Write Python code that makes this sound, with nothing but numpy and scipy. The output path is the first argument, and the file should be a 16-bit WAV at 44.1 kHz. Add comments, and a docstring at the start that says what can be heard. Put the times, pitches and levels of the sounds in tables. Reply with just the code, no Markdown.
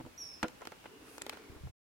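"""By an earthen bank, outdoors: a kingfisher gives one thin falling whistle, and the bank scatters it back.
Close to the microphone something hollow is handled: a double knock, small clacks and snaps that set its
body ringing, rubbing, and soft low bumps on the microphone itself.
A faint hiss with a far-off twitter lies under it all until the sound is switched off."""
import sys
import numpy as np
from scipy import signal
from scipy.fft import rfft, irfft, next_fast_len
from scipy.io import wavfile
from scipy.ndimage import map_coordinates

SR = 44100
rng = np.random.default_rng(int(sys.argv[2]) if len(sys.argv) > 2 else 0)


def dump_mix(stems):
    """Bounce the given channels to the path in sys.argv[1] as a 16-bit WAV at rate SR."""
    frames = np.atleast_2d(stems).T  # one column per channel
    limited = np.clip(frames, -1, 1)  # hard clip at full scale
    pcm = np.round(limited * 32767).astype(np.int16)
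    wavfile.write(sys.argv[1], SR, pcm)


N = 81585

# stereo spread of hiss and rustle (frequency [Hz], side over mid [ratio])
AIR_WIDTH = [(60, 0.18), (400, 0.95), (2000, 1), (8000, 1)]


def kingfisher():
    """A nearly pure whistle with a slight breathy rasp; it flicks up and then sags."""
    # course of the call (time [s], pitch [Hz], level [dB])
    whistle = [(0.176, 5540, -43.5), (0.182, 5720, -47), (.191, 5895, -43.5), (.204, 5670, -45.5),
               (.22, 5530, -42), (.245, 5430, -48.5), (0.299, 5396, -50), (0.336, 5295, -52),
               (0.353, 5180, -51), (.366, 4800, -61.5)]
    edge_s, waver, flutter_db = 0.003, 0.0064, 1.5
    octave_db, rasp_db, rasp_half_width_hz = -19.5, -18, 1110
    t = clock()
    hz, db = curves(whistle)
    phase = 2 * np.pi * np.cumsum(hz * (1 + waver * wobble(180))) / SR
    gate = np.clip(np.minimum(t - whistle[0][0], whistle[-1][0] - t) / edge_s, 0, 1)
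    rasp = amp(rasp_db) * wobble(rasp_half_width_hz) * np.sin(phase + np.pi * rasp_half_width_hz * t)
    voice = np.sin(phase) + rasp + amp(octave_db) * np.sin(2 * phase)
    return gate * amp(db + flutter_db * wobble(120)) * voice


def bank(x):
    """The rough bank scatters back a short tail, different on each side of the microphone."""
    delay_s = 0.006
    tail = rng.standard_normal((2, N)) * dying(clock() - delay_s, rise=0.002, t60=0.49)
    return signal.fftconvolve(x[None], tail / np.linalg.norm(tail[0]), axes=1)[:, :N]


def knocks():
    """Close up, contacts thud in the hollow body, snap and clack, each with its own brightness."""
    # contacts (time [s], thud gain [dB], clack gain [dB], snap gain [dB],
    # clack t60 [s], clack top [Hz], snap centre [Hz])
    contacts = [(.001, -35, -43, -78, 0.017, 1830, 3000), (.008, -35, -39.5, -76, 0.018, 1500, 3000),
                (0.051, -41, -45, -81, 0.017, 1100, 2890), (0.063, -40, -47, -54, 0.049, 1100, 2990),
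                (0.4289, -30, -20.5, -33, 0.025, 2420, 4390), (0.4321, -24, -37.5, -34.5, 0.1, 3400, 6300),
                (0.4419, -21.5, -30, -47, 0.063, 1294, 2500), (0.4821, -48, -41.5, -42, 0.025, 3570, 6960),
                (.609, -56, -47, -60, 0.044, 1800, 6600), (0.617, -52, -39.5, -51, 0.065, 1660, 6500),
                (0.6528, -58, -42, -42.5, 0.023, 2950, 5630), (0.6716, -41, -32, -38.5, 0.019, 1860, 4730),
                (0.7196, -47, -40, -44.5, 0.043, 1720, 1670), (.841, -69, -48, -56, 0.055, 2550, 2600),
                (0.8561, -43.5, -40.5, -62, 0.044, 2700, 2900),
                (1.1808, -57.5, -40, -39.5, 0.021, 2200, 7170), (1.2146, -64, -40, -49, 0.016, 2550, 3500),
                (1.2187, -56, -40.5, -31, 0.017, 2540, 7700), (1.265, -42, -34.5, -36.5, 0.02, 2200, 3800),
                (1.2952, -59, -31.5, -28, 0.019, 3550, 2900), (1.326, -48.5, -43, -51, 0.057, 2820, 4460),
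                (1.3328, -53.5, -49, -44.5, .03, 2840, 4000), (1.372, -57.5, -41.5, -50, 0.014, 2870, 3540),
                (1.672, -72, -44, -66.5, 0.021, 1300, 4000)]
    # the body's low modes, which thud (frequency [Hz], relative level [dB], t60 [s])
    low_modes = [(203, -18, .05), (255.6, -2.5, 0.072), (323.2, -2.5, 0.069), (492.6, -3, 0.067),
                 (595, -5, .03), (749, -3, 0.02)]
    # its high modes, which ring with the clack (frequency [Hz], relative level [dB], free t60 [s])
    high_modes = [(873, 2.5, 0.04), (1195, -10, 0.031), (1490, -8.5, .035), (1988, -2, 0.023),
                  (2426, -7.5, 0.044), (3064, -5.5, 0.087)]
    # clack noise before its treble rolls off (frequency [Hz], relative level [dB])
    clack_colour = [(150, -36), (400, 2.5), (650, -0.5), (930, 0.5), (1150, -4.5), (1450, 2), (1720, -9),
                    (2050, -3.5), (3000, -4), (4500, -9.5), (9000, -22.5)]
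    # snap noise before its peak is added (frequency [Hz], relative level [dB])
    snap_colour = [(500, -19.5), (1800, 3.5), (3500, 2), (7000, -3.5), (10000, -6), (16000, -12)]
    ring_db, peak_db, peak_octaves = -10.5, 8, 0.25
    free_t60_s = 0.029  # shorter clacks damp the ring in proportion
    size = SR // 8
    out, t = np.zeros((2, N + size)), np.arange(size) / SR
    for s, thud_db, clack_db, snap_db, t60, top_hz, snap_hz in contacts:
        rolloff = lambda hz: 1 / np.sqrt(1 + (hz / top_hz) ** 6)
        peak = lambda hz: amp(peak_db / (1 + (np.log2((hz + 1) / snap_hz) / peak_octaves) ** 2))
        thud = ringing(low_modes, t) * pan(-1.2) / 2
        clack = dying(t, rise=0.03 * t60, t60=t60) * noise(clack_colour, [(1000, 0.69)], size, rolloff)
        ring_share = min(t60 / free_t60_s, 1)
        damped = [(hz, db + 20 * np.log10(rolloff(hz)), life * ring_share) for hz, db, life in high_modes]
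        clack += amp(ring_db) * ringing(damped, t)
        snap = dying(t, rise=0.00015, t60=0.015) * noise(snap_colour, [(1000, 1.06)], size, peak)
        start = round(s * SR)
        out[:, start:start + size] += amp(thud_db) * thud + amp(clack_db) * clack + amp(snap_db) * snap
    return out[:, :N]


def ringing(modes, t):
    """The body's decaying modes, struck a little differently each time."""
    scatter_db, detune = 0.26, 0.006
    out = np.zeros_like(t)
    for hz, db, t60 in modes:
        envelope = amp(db + scatter_db * rng.normal()) * dying(t, rise=0.00059, t60=t60)
        out += envelope * np.sin(2 * np.pi * hz * (1 + detune * rng.normal()) * t)
    return out


def bumps():
    """Soft low pushes on the microphone die within a few swings, out of step between the sides."""
    # touches (time [s], relative level [dB], pitch [Hz])
    touches = [(.007, -51.5, 139), (.04, -45.5, 130), (.062, -52, 94), (0.086, -56, 64), (.11, -67, 58),
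               (1.497, -43.5, 90), (1.524, -49, 70.4), (1.561, -45, 70), (1.608, -45, 62),
               (1.635, -38.5, 119.7), (1.647, -34.5, 88), (1.664, -36, 105.8), (1.695, -40, 94)]
    side_db = -2
    push = np.zeros(N, complex)
    for s, db, hz in touches:
        age = clock() - s
        push += amp(db) * 2 * dying(age, rise=0.0033, t60=0.049) * np.exp(2j * np.pi * hz * age)
    return push.imag + amp(side_db) * np.array([push.real, -push.real])


def rubbing():
    """Near the microphone: a hollow rub, a grainy dry rustle and a fine sliding hiss above them."""
    # swell of the rub (time [s], level [dB])
    rub_levels = [(.86, -84), (.9, -57.5), (1.0, -60.5), (1.1, -57), (1.2, -60), (1.35, -55), (1.45, -58),
                  (1.57, -53), (1.62, -73.5)]
    # its hollow tone (frequency [Hz], relative level [dB])
    rub_colour = [(120, -41.5), (230, -7.5), (280, 0.5), (360, -6.5), (440, 3), (510, -16.5), (750, -24),
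                  (930, -16), (1400, -19.5), (3000, -37.5), (8000, -60.5)]
    # swell of the rustle (time [s], level [dB])
    rustle_levels = [(.5, -80), (.66, -66.5), (.8, -70), (1.0, -75), (1.1, -62.5), (1.17, -67),
                     (1.25, -66.5), (1.34, -56.5), (1.42, -65), (1.6, -77)]
    # its dry tone (frequency [Hz], relative level [dB])
    rustle_colour = [(300, -27), (1000, -1), (1500, 4.5), (2100, 1), (2800, -3.5), (3500, -5), (6000, -11),
                     (10000, -23), (16000, -26.5)]
    # swell of the sliding hiss (time [s], level [dB])
    slide_levels = [(.98, -81), (1.09, -63.5), (1.17, -60.5), (1.22, -75.5), (1.34, -73), (1.42, -85)]
    # its bright tone (frequency [Hz], relative level [dB])
    slide_colour = [(2000, -16.5), (5000, -0.5), (7500, -2), (9700, 5.5), (12000, -1), (16000, -7.5)]
    rustle_grain_db, slide_grain_db = 3.5, 1.5
    rub_db, = curves(rub_levels)
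    rustle_db, = curves(rustle_levels)
    slide_db, = curves(slide_levels)
    hollow = amp(rub_db) * noise(rub_colour, width=[(1000, 0.21)])
    rustle = amp(rustle_db + rustle_grain_db * wobble(400)) * noise(rustle_colour, AIR_WIDTH)
    slide = amp(slide_db + slide_grain_db * wobble(300)) * noise(slide_colour, AIR_WIDTH)
    return hollow + rustle + slide


def twitter():
    """Far off, a faint twitter blurred into a narrow, wandering band of noise."""
    # its course (time [s], centre [Hz], level [dB])
    course = [(0, 2480, -80), (.3, 2390, -67), (.55, 2710, -72), (.8, 2935, -68.5), (1.05, 2715, -67.5),
              (1.45, 2257, -68), (1.65, 2300, -77)]
    width_hz = 450
    hz, db = curves(course)
    blur = np.array([wobble(width_hz) + 1j * wobble(width_hz) for side in range(2)])
    return amp(db) * (blur * np.exp(2j * np.pi * np.cumsum(hz) / SR)).real


def air():
    """The open air all round: a faint, nearly steady hiss."""
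    # outdoor floor (frequency [Hz], relative level [dB])
    colour = [(20, -19.5), (45, -3), (110, -3.5), (170, -6), (290, -3.5), (420, -6.5), (960, -10.5),
              (1800, -14), (3200, -16.5), (4500, -19), (9000, -24), (16000, -28)]
    level_db, drift_db = -58.5, 0.3
    return amp(level_db + drift_db * wobble(18)) * noise(colour, AIR_WIDTH)


def amp(db):
    """Decibels to gain."""
    return 10 ** (np.asarray(db) / 20)


def pan(db):
    """Left and right gains; positive leans left."""
    return amp([[db], [-db]])


def clock():
    """Time of each sample in seconds."""
    return np.arange(N) / SR


def dying(t, rise, t60):
    """Envelope t seconds after a blow; rise and t60 in seconds."""
    t = np.maximum(t, 0)
    return (1 - np.exp(-t / rise)) * np.exp(-np.log(1000) * t / t60)


def curves(rows):
    """One value per sample for each column after the time."""
    times, *columns = np.transpose(rows)
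    return [np.interp(clock(), times, column) for column in columns]


def along(points, hz):
    """Interpolate (frequency [Hz], value) points on a log axis."""
    knots_hz, values = np.transpose(points)
    return np.interp(np.log(hz + 1), np.log(knots_hz + 1), values)


def wobble(rate):
    """A smooth random curve, rate knots a second."""
    return map_coordinates(rng.standard_normal(int(N * rate / SR) + 4), [np.arange(N) * rate / SR])


def filtered(x, response):
    """Scale the spectrum of x by a function of frequency."""
    n = x.shape[-1]
    padded = next_fast_len(n + 4096)
    return irfft(rfft(x, padded) * response(np.fft.rfftfreq(padded, 1 / SR)), padded)[..., :n]


def noise(colour, width, size=N, shape=np.ones_like):
    """Coloured stereo noise of rms 1; width is side over mid, shape a further gain, both by frequency."""
    spread = lambda hz: np.array([np.ones_like(hz), along(width, hz)])
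    white = rng.standard_normal((2, size))
    mid, side = filtered(white, lambda hz: shape(hz) * amp(along(colour, hz)) * spread(hz))
    stereo = np.array([mid + side, mid - side])
    return stereo / np.sqrt(np.mean(stereo ** 2) + 1e-20)


def scene():
    """At the microphone the bird is well mixed with the bank's echo; the near knocks are almost dry."""
    bird_echo_db, knock_echo_db = -3.5, -18
    bird, blows = kingfisher(), knocks()
    call = (bird + amp(bird_echo_db) * bank(bird)) * pan(-0.9)
    knock_echo = amp(knock_echo_db) * bank(blows.mean(axis=0))
    return call + blows + knock_echo + bumps() + rubbing() + twitter() + air()


def record(dry):
    """The recorder fades quickly as it is switched off and keeps nothing above its band limit."""
    off_s, fade_s, top_hz = 1.714, 0.027, 16300
    fade = np.clip((off_s - clock()) / fade_s, 0, 1)
    return filtered(dry * fade, lambda hz: hz < top_hz)


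dry = scene()
out = record(dry)
dump_mix(out)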